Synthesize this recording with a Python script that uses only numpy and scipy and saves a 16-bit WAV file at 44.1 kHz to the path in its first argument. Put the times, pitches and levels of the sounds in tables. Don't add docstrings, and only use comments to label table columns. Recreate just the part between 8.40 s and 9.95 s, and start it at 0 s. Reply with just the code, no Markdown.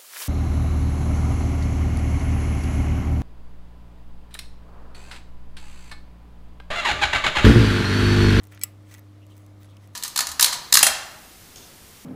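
import sys
import numpy as np
from scipy import signal
from scipy.fft import rfft, irfft, next_fast_len
from scipy.io import wavfile
from scipy.ndimage import uniform_filter1d

SR = 44100
rng = np.random.default_rng(int(sys.argv[2]) if len(sys.argv) > 2 else 0)


def output_pcm(signal):
    pcm = np.clip(np.atleast_2d(signal).T, -1, 1) * 32767
    wavfile.write(sys.argv[1], SR, np.round(pcm).astype(np.int16))


N = 68355
T = np.arange(N) / SR
RING_T = T[:6000]

# f/Hz, rms level/dB
HUM_PARTIALS = [(99.9, -47.5), (200, -71.5)]
# t/s, rms level/dB
DRONE_ENVELOPE = [(0, -60), (.3, -59.5), (.95, -58), (1.25, -57), (1.33, -63), (1.55, -67.5)]
# f/Hz, relative density/dB
RUMBLE_SPECTRUM = [(20, -31.5), (30, -16), (43, 1), (80, 1), (170, 2), (260, -1), (350, -2.5), (420, -9),
                   (600, -43.5)]
HISS_SPECTRUM = [(240, -20.5), (400, -6), (550, 0.5), (860, -8.5), (1200, -7.5), (1600, -15), (2060, -13),
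                 (2630, -18.5), (3700, -17.5), (4400, -20.5), (8000, -25.5), (12000, -29), (15600, -31.5),
                 (16000, -56)]
SLIDE_SPECTRUM = [(400, -4.5), (1100, -2), (2050, 2), (2700, -1), (3600, 0), (4050, -4), (4800, -7.5),
                  (5500, -5), (6450, 0.5), (7200, -7.5), (8100, -0.5), (8900, -15), (9800, -4.5),
                  (10700, -8), (11500, -14.5), (12600, -17), (13500, -7), (14300, -13.5), (15500, -7),
                  (16100, -31)]
TICK_SPECTRUM = [(300, -28.5), (1000, -3.5), (2200, -3.5), (4000, -4.5), (8000, -4), (12000, -4.5),
                 (15400, -5), (16600, -42)]
CRACK_SPECTRUM = [(300, -56.5), (1000, -35), (2500, -28.5), (4000, -14.5), (5000, -15), (6400, -11.5),
                  (7500, -9), (10000, 3.5), (12000, -3), (15000, 4.5), (16500, -3.5)]
CLATTER_SPECTRUM = [(300, -13.5), (1000, -16), (1500, -11), (2000, -0.5), (2500, -7.5), (4500, -0.5),
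                    (6300, -5), (8000, -5), (9000, -20), (11000, 2), (12000, -7.5), (15200, -3.5),
                    (16000, -11.5)]
# peak t/s, rise/s, fall/s, level/dB, tilt/(dB/oct), resonance f/Hz, boost/dB
SLIDE_EVENTS = [(.02, .042, 0.074, -66.5, -3.5, 2970, 3), (.119, .006, 0.017, -58, 8, 8400, 8),
                (0.139, 0.027, 0.052, -55, -4.5, 2440, 6), (0.516, 0.0045, 0.0052, -56, 1.5, 4240, 8),
                (.533, 0.054, 0.047, -57, 0, 13600, 5), (0.586, 0.0055, 0.0083, -61, -5.5, 2130, 5),
                (.915, 0.023, 0.017, -67, 3.5, 3300, 1), (.984, 0.045, 0.065, -67, 4, 9370, 1.5),
                (1.222, 0.021, 0.013, -61.5, -0.5, 15200, 12), (1.25, 0.011, 0.014, -60, 1, 9700, 4),
                (1.3, 0.015, .025, -69, 4, 4400, 10), (1.44, 0.034, 0.035, -64.5, 0.5, 5060, 6),
                (1.54, 0.0085, .023, -63.5, 1.5, 4080, 9)]
# t/s, level/dB, tilt/(dB/oct), t60/s, resonance f/Hz, boost/dB
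TICK_EVENTS = [(.0346, -38.5, 1.5, 0.0018, 15100, 4), (.0399, -39.5, -3, 0.0031, 6500, 6),
               (.044, -46, 2, .003, 13000, 0), (.0528, -44, 2, .003, 15000, 7),
               (0.0707, -40.5, 2.5, 0.013, 11500, -2), (.1222, -33.5, -5.5, 0.021, 2070, 4),
               (.1484, -40, 3, 0.0079, 10500, 1), (0.176, -34, -9.5, 0.0068, 4800, 7.5),
               (0.1948, -41, 0, .003, 15000, 1), (0.5245, -49, -5, .006, 13500, 5),
               (.5410, -31, 0, 0.018, 7700, 7), (.5490, -34.5, -4, 0.0039, 2140, 9.5),
               (.575, -47, 3, .004, 9900, 9), (.582, -40.5, 1, 0.012, 13400, -3),
               (.5933, -37.5, 4, .012, 13100, 9), (0.867, -46.5, 4, .003, 7500, 7),
               (.968, -44, 4.5, .007, 8800, 0), (0.9796, -42.5, 2, 0.0029, 8300, 7),
               (1.0644, -43.5, 2.5, 0.0055, 6330, 10.5), (1.232, -41.5, -3, 0.0086, 14400, 12),
               (1.2456, -41.5, -3.5, 0.008, 9700, 9), (1.3686, -43, -2, 0.0052, 5500, 12),
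               (1.3709, -41, -4, 0.0062, 2940, 14), (1.4748, -44, -2, .0026, 9300, 9)]
# t/s, level/dB, t60 factor
CLINK_EVENTS = [(0.2142, -32.5, 1.05), (.2254, -39.5, 1.65), (0.5235, -50, .7), (0.541, -46.5, 0.9)]
# t/s, level/dB
SNAP_STRIKES = [(0.236, 4), (0.236, -9), (0.238, -9.5)]
# t/s, half length/s, centre f/Hz, level/dB
SCUFF_EVENTS = [(0.831, 0.016, 2880, -63.5), (0.918, 0.024, 3100, -63), (1.307, 0.034, 3440, -65.5),
                (1.326, 0.036, 1150, -67), (1.335, 0.0074, 2650, -67)]
# f/Hz, relative level/dB, t60/s
CLINK_MODES = [(1190, -21, 0.028), (1967, -12, .04), (2335, -9.5, 0.06), (3310, -12.5, 0.026),
               (4030, -11.5, 0.022), (4460, -14.5, 0.049), (5240, -7.5, 0.037), (6540, -5.5, 0.018),
               (7800, -16, .018), (7980, -2, 0.025), (9820, -15, 0.04), (13550, -25, .03)]
SNAP_RING_MODES = [(1207, -30.5, .06), (1996, -16.5, 0.036), (2950, -17, 0.029), (4060, -24.5, 0.013),
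                   (5335, -3, 0.019), (7400, -4, 0.026), (7810, 3.5, 0.025), (8040, -2, 0.019),
                   (9600, -7.5, 0.0126), (9780, -6.5, 0.023), (10050, -15, .012), (11220, -11, .013),
                   (11330, -10, 0.033), (12710, -7.5, 0.014), (13200, -13.5, .022), (14320, -14, .011),
                   (15260, -6, .018)]
SPROCKET_RING_MODES = [(1050, -7, 0.088), (1218, 0, .2), (1383, 3, 0.072), (1830, -6.5, 0.0593),
                       (1984, -6, 0.058), (2380, -13, 0.053)]
# f/Hz, gain/dB
ECHO_RESPONSE = [(300, -16), (1200, 7.5), (2200, 8.5), (5000, -5), (8000, -12.5), (11000, -6),
                 (15500, -11.5), (16200, -33)]


def amp(db):
    return 10 ** (np.asarray(db) / 20)


def unit_rms(x):
    return x / np.sqrt(np.mean(x ** 2) + 1e-20)


def add(mix, start_s, sound):
    part = mix[max(round(start_s * SR), 0):][:len(sound)]
    part += sound[:len(part)]


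def colour(x, spectrum, tilt_db_oct=0, peak_hz=1000, boost_db=0, width_oct=.16):
    size = next_fast_len(len(x) + 4096)
    hz = abs(np.fft.fftfreq(size, 1 / SR)) + 1
    knots_hz, knots_db = np.transpose(spectrum)
    db = np.interp(np.log(hz), np.log(knots_hz), knots_db)
    db += tilt_db_oct * np.log2(np.maximum(hz, 2000) / 2000)
    db += boost_db / (1 + (np.log2(hz / peak_hz) / width_oct) ** 2)
    gain = np.exp(signal.hilbert(np.log(amp(db))).conj())
    return np.fft.ifft(np.fft.fft(x, size) * gain).real[:len(x)]


def noise(spectrum, size=len(RING_T)):
    return unit_rms(colour(rng.standard_normal(size), spectrum))


def patchy(x, depth_db, patch_hz=700, patch_s=.025):
    frames = signal.stft(x, nperseg=256)[2]
    field = rng.standard_normal(frames.shape)
    field = uniform_filter1d(field, round(patch_hz * 256 / SR), axis=0)
    field = uniform_filter1d(field, round(patch_s * SR / 128), axis=1)
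    frames *= amp(depth_db * unit_rms(field))
    return unit_rms(signal.istft(frames, nperseg=256)[1][:len(x)])


def decay(t60_s, t=RING_T):
    return np.exp(-np.log(1000) * t / t60_s)


def ring(modes, t60_factor=1):
    return sum((-1) ** k * amp(db) * decay(t60_s * t60_factor) * np.sin(2 * np.pi * hz * RING_T)
               for k, (hz, db, t60_s) in enumerate(modes))


def sine(hz):
    return np.sqrt(2) * np.sin(2 * np.pi * (hz * T + rng.random()))


def hum():
    return sum(amp(db) * sine(hz) for hz, db in HUM_PARTIALS)


def drone(centre_hz=303.3, waver_rms_hz=1.46):
    waver = unit_rms(sum(sine(hz) for hz in np.geomspace(1, 8, 12)))
    phase = 2 * np.pi * np.cumsum(centre_hz + waver_rms_hz * waver) / SR
    level_db = np.interp(T, *np.transpose(DRONE_ENVELOPE))
    return amp(level_db) * np.sqrt(2) * np.sin(phase)


def outdoor_air(rumble_db=-58.5, hiss_db=-61):
    rumble = amp(rumble_db) * noise(RUMBLE_SPECTRUM, N)
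    hiss = amp(hiss_db) * patchy(noise(HISS_SPECTRUM, N), depth_db=1.07)
    return rumble + hiss


def slides(grains_per_s=7000, spread_db=3.2):
    sizes = amp(spread_db * np.minimum(rng.exponential(1, N), 4))
    signs = rng.choice([-1, 1], N)
    hits = rng.random(N) < grains_per_s / SR
    grains = patchy(sizes * signs * hits, depth_db=3.2)
    out = np.zeros(N)
    for t_s, rise_s, fall_s, db, tilt_db_oct, peak_hz, boost_db in SLIDE_EVENTS:
        swell = np.exp(-((T - t_s) / np.where(T < t_s, rise_s, fall_s)) ** 2)
        out += amp(db) * swell * unit_rms(colour(grains, SLIDE_SPECTRUM, tilt_db_oct, peak_hz, boost_db))
    return out


def sprocket_ring(contacts, gain_db=-51):
    return amp(gain_db) * signal.fftconvolve(contacts, ring(SPROCKET_RING_MODES))[:N]


def reflections(x, gain_db, t60_s, delay_s):
    t = T[:SR // 2]
    tail = rng.standard_normal(len(t)) * (t > delay_s) * decay(t60_s, t)
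    return amp(gain_db) * signal.fftconvolve(x, tail / np.linalg.norm(tail))[:N]


def yard_echo(x):
    bicycle = reflections(x, gain_db=-16, t60_s=.026, delay_s=.002)
    yard = reflections(x, gain_db=-20, t60_s=.23, delay_s=.0094)
    return colour(bicycle + yard, ECHO_RESPONSE)


def ticks(tail_db=-11.5, spread_samples=6.8):
    out = np.zeros(N)
    for t_s, db, tilt_db_oct, t60_s, peak_hz, boost_db in TICK_EVENTS:
        tail = amp(tail_db) * decay(t60_s) * rng.standard_normal(len(RING_T))
        click = colour((RING_T == 0) + tail, TICK_SPECTRUM, tilt_db_oct, peak_hz, boost_db)
        spread_rms = np.sqrt(np.sum(click ** 2) / spread_samples)
        add(out, t_s, amp(db) * click / spread_rms)
    return out


def clinks(contact_db=-7, contact_t60_s=.022):
    out = np.zeros(N)
    for t_s, db, t60_factor in CLINK_EVENTS:
        contact = amp(contact_db) * decay(contact_t60_s) * noise(TICK_SPECTRUM)
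        add(out, t_s, amp(db) * (ring(CLINK_MODES, t60_factor) + contact))
    return out


def snap(t_s=.2359, slip_s=.0005, slip_db=-18, ring_db=-20, clatter_db=-26, shiver_db=-52.5):
    slip_rise = np.exp(-abs(T - t_s) / slip_s) * (T < t_s)
    out = amp(slip_db) * slip_rise * noise(CRACK_SPECTRUM, N)
    crack = colour(1. * (RING_T == 0), CRACK_SPECTRUM)
    for strike_s, db in SNAP_STRIKES:
        add(out, strike_s, amp(db) * crack)
    clatter = amp(clatter_db) * decay(t60_s=.022) * noise(CLATTER_SPECTRUM)
    shiver = amp(shiver_db) * decay(t60_s=.2) * noise(TICK_SPECTRUM)
    add(out, t_s, amp(ring_db) * ring(SNAP_RING_MODES) + clatter + shiver)
    return out


def scuffs(width_oct=.19):
    out = np.zeros(N)
    hz = np.fft.rfftfreq(N, 1 / SR) + 1
    for t_s, half_s, centre_hz, db in SCUFF_EVENTS:
        band = 1 / (1 + (np.log2(hz / centre_hz) / width_oct) ** 2)
        rub = unit_rms(irfft(rfft(rng.standard_normal(N)) * band, N))
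        out += amp(db) * np.exp(-((T - t_s) / half_s) ** 2) * rub
    return out


def scene():
    contacts = snap() + clinks() + ticks() + slides() + scuffs()
    direct = contacts + sprocket_ring(contacts)
    return (direct + yard_echo(direct) + hum() + drone() + outdoor_air())[None]


def record(dry):
    lowpass = signal.firwin(255, 16750, window=("kaiser", 9), fs=SR)
    return signal.oaconvolve(dry, lowpass[None], "same")


dry = scene()
out = record(dry)
output_pcm(out)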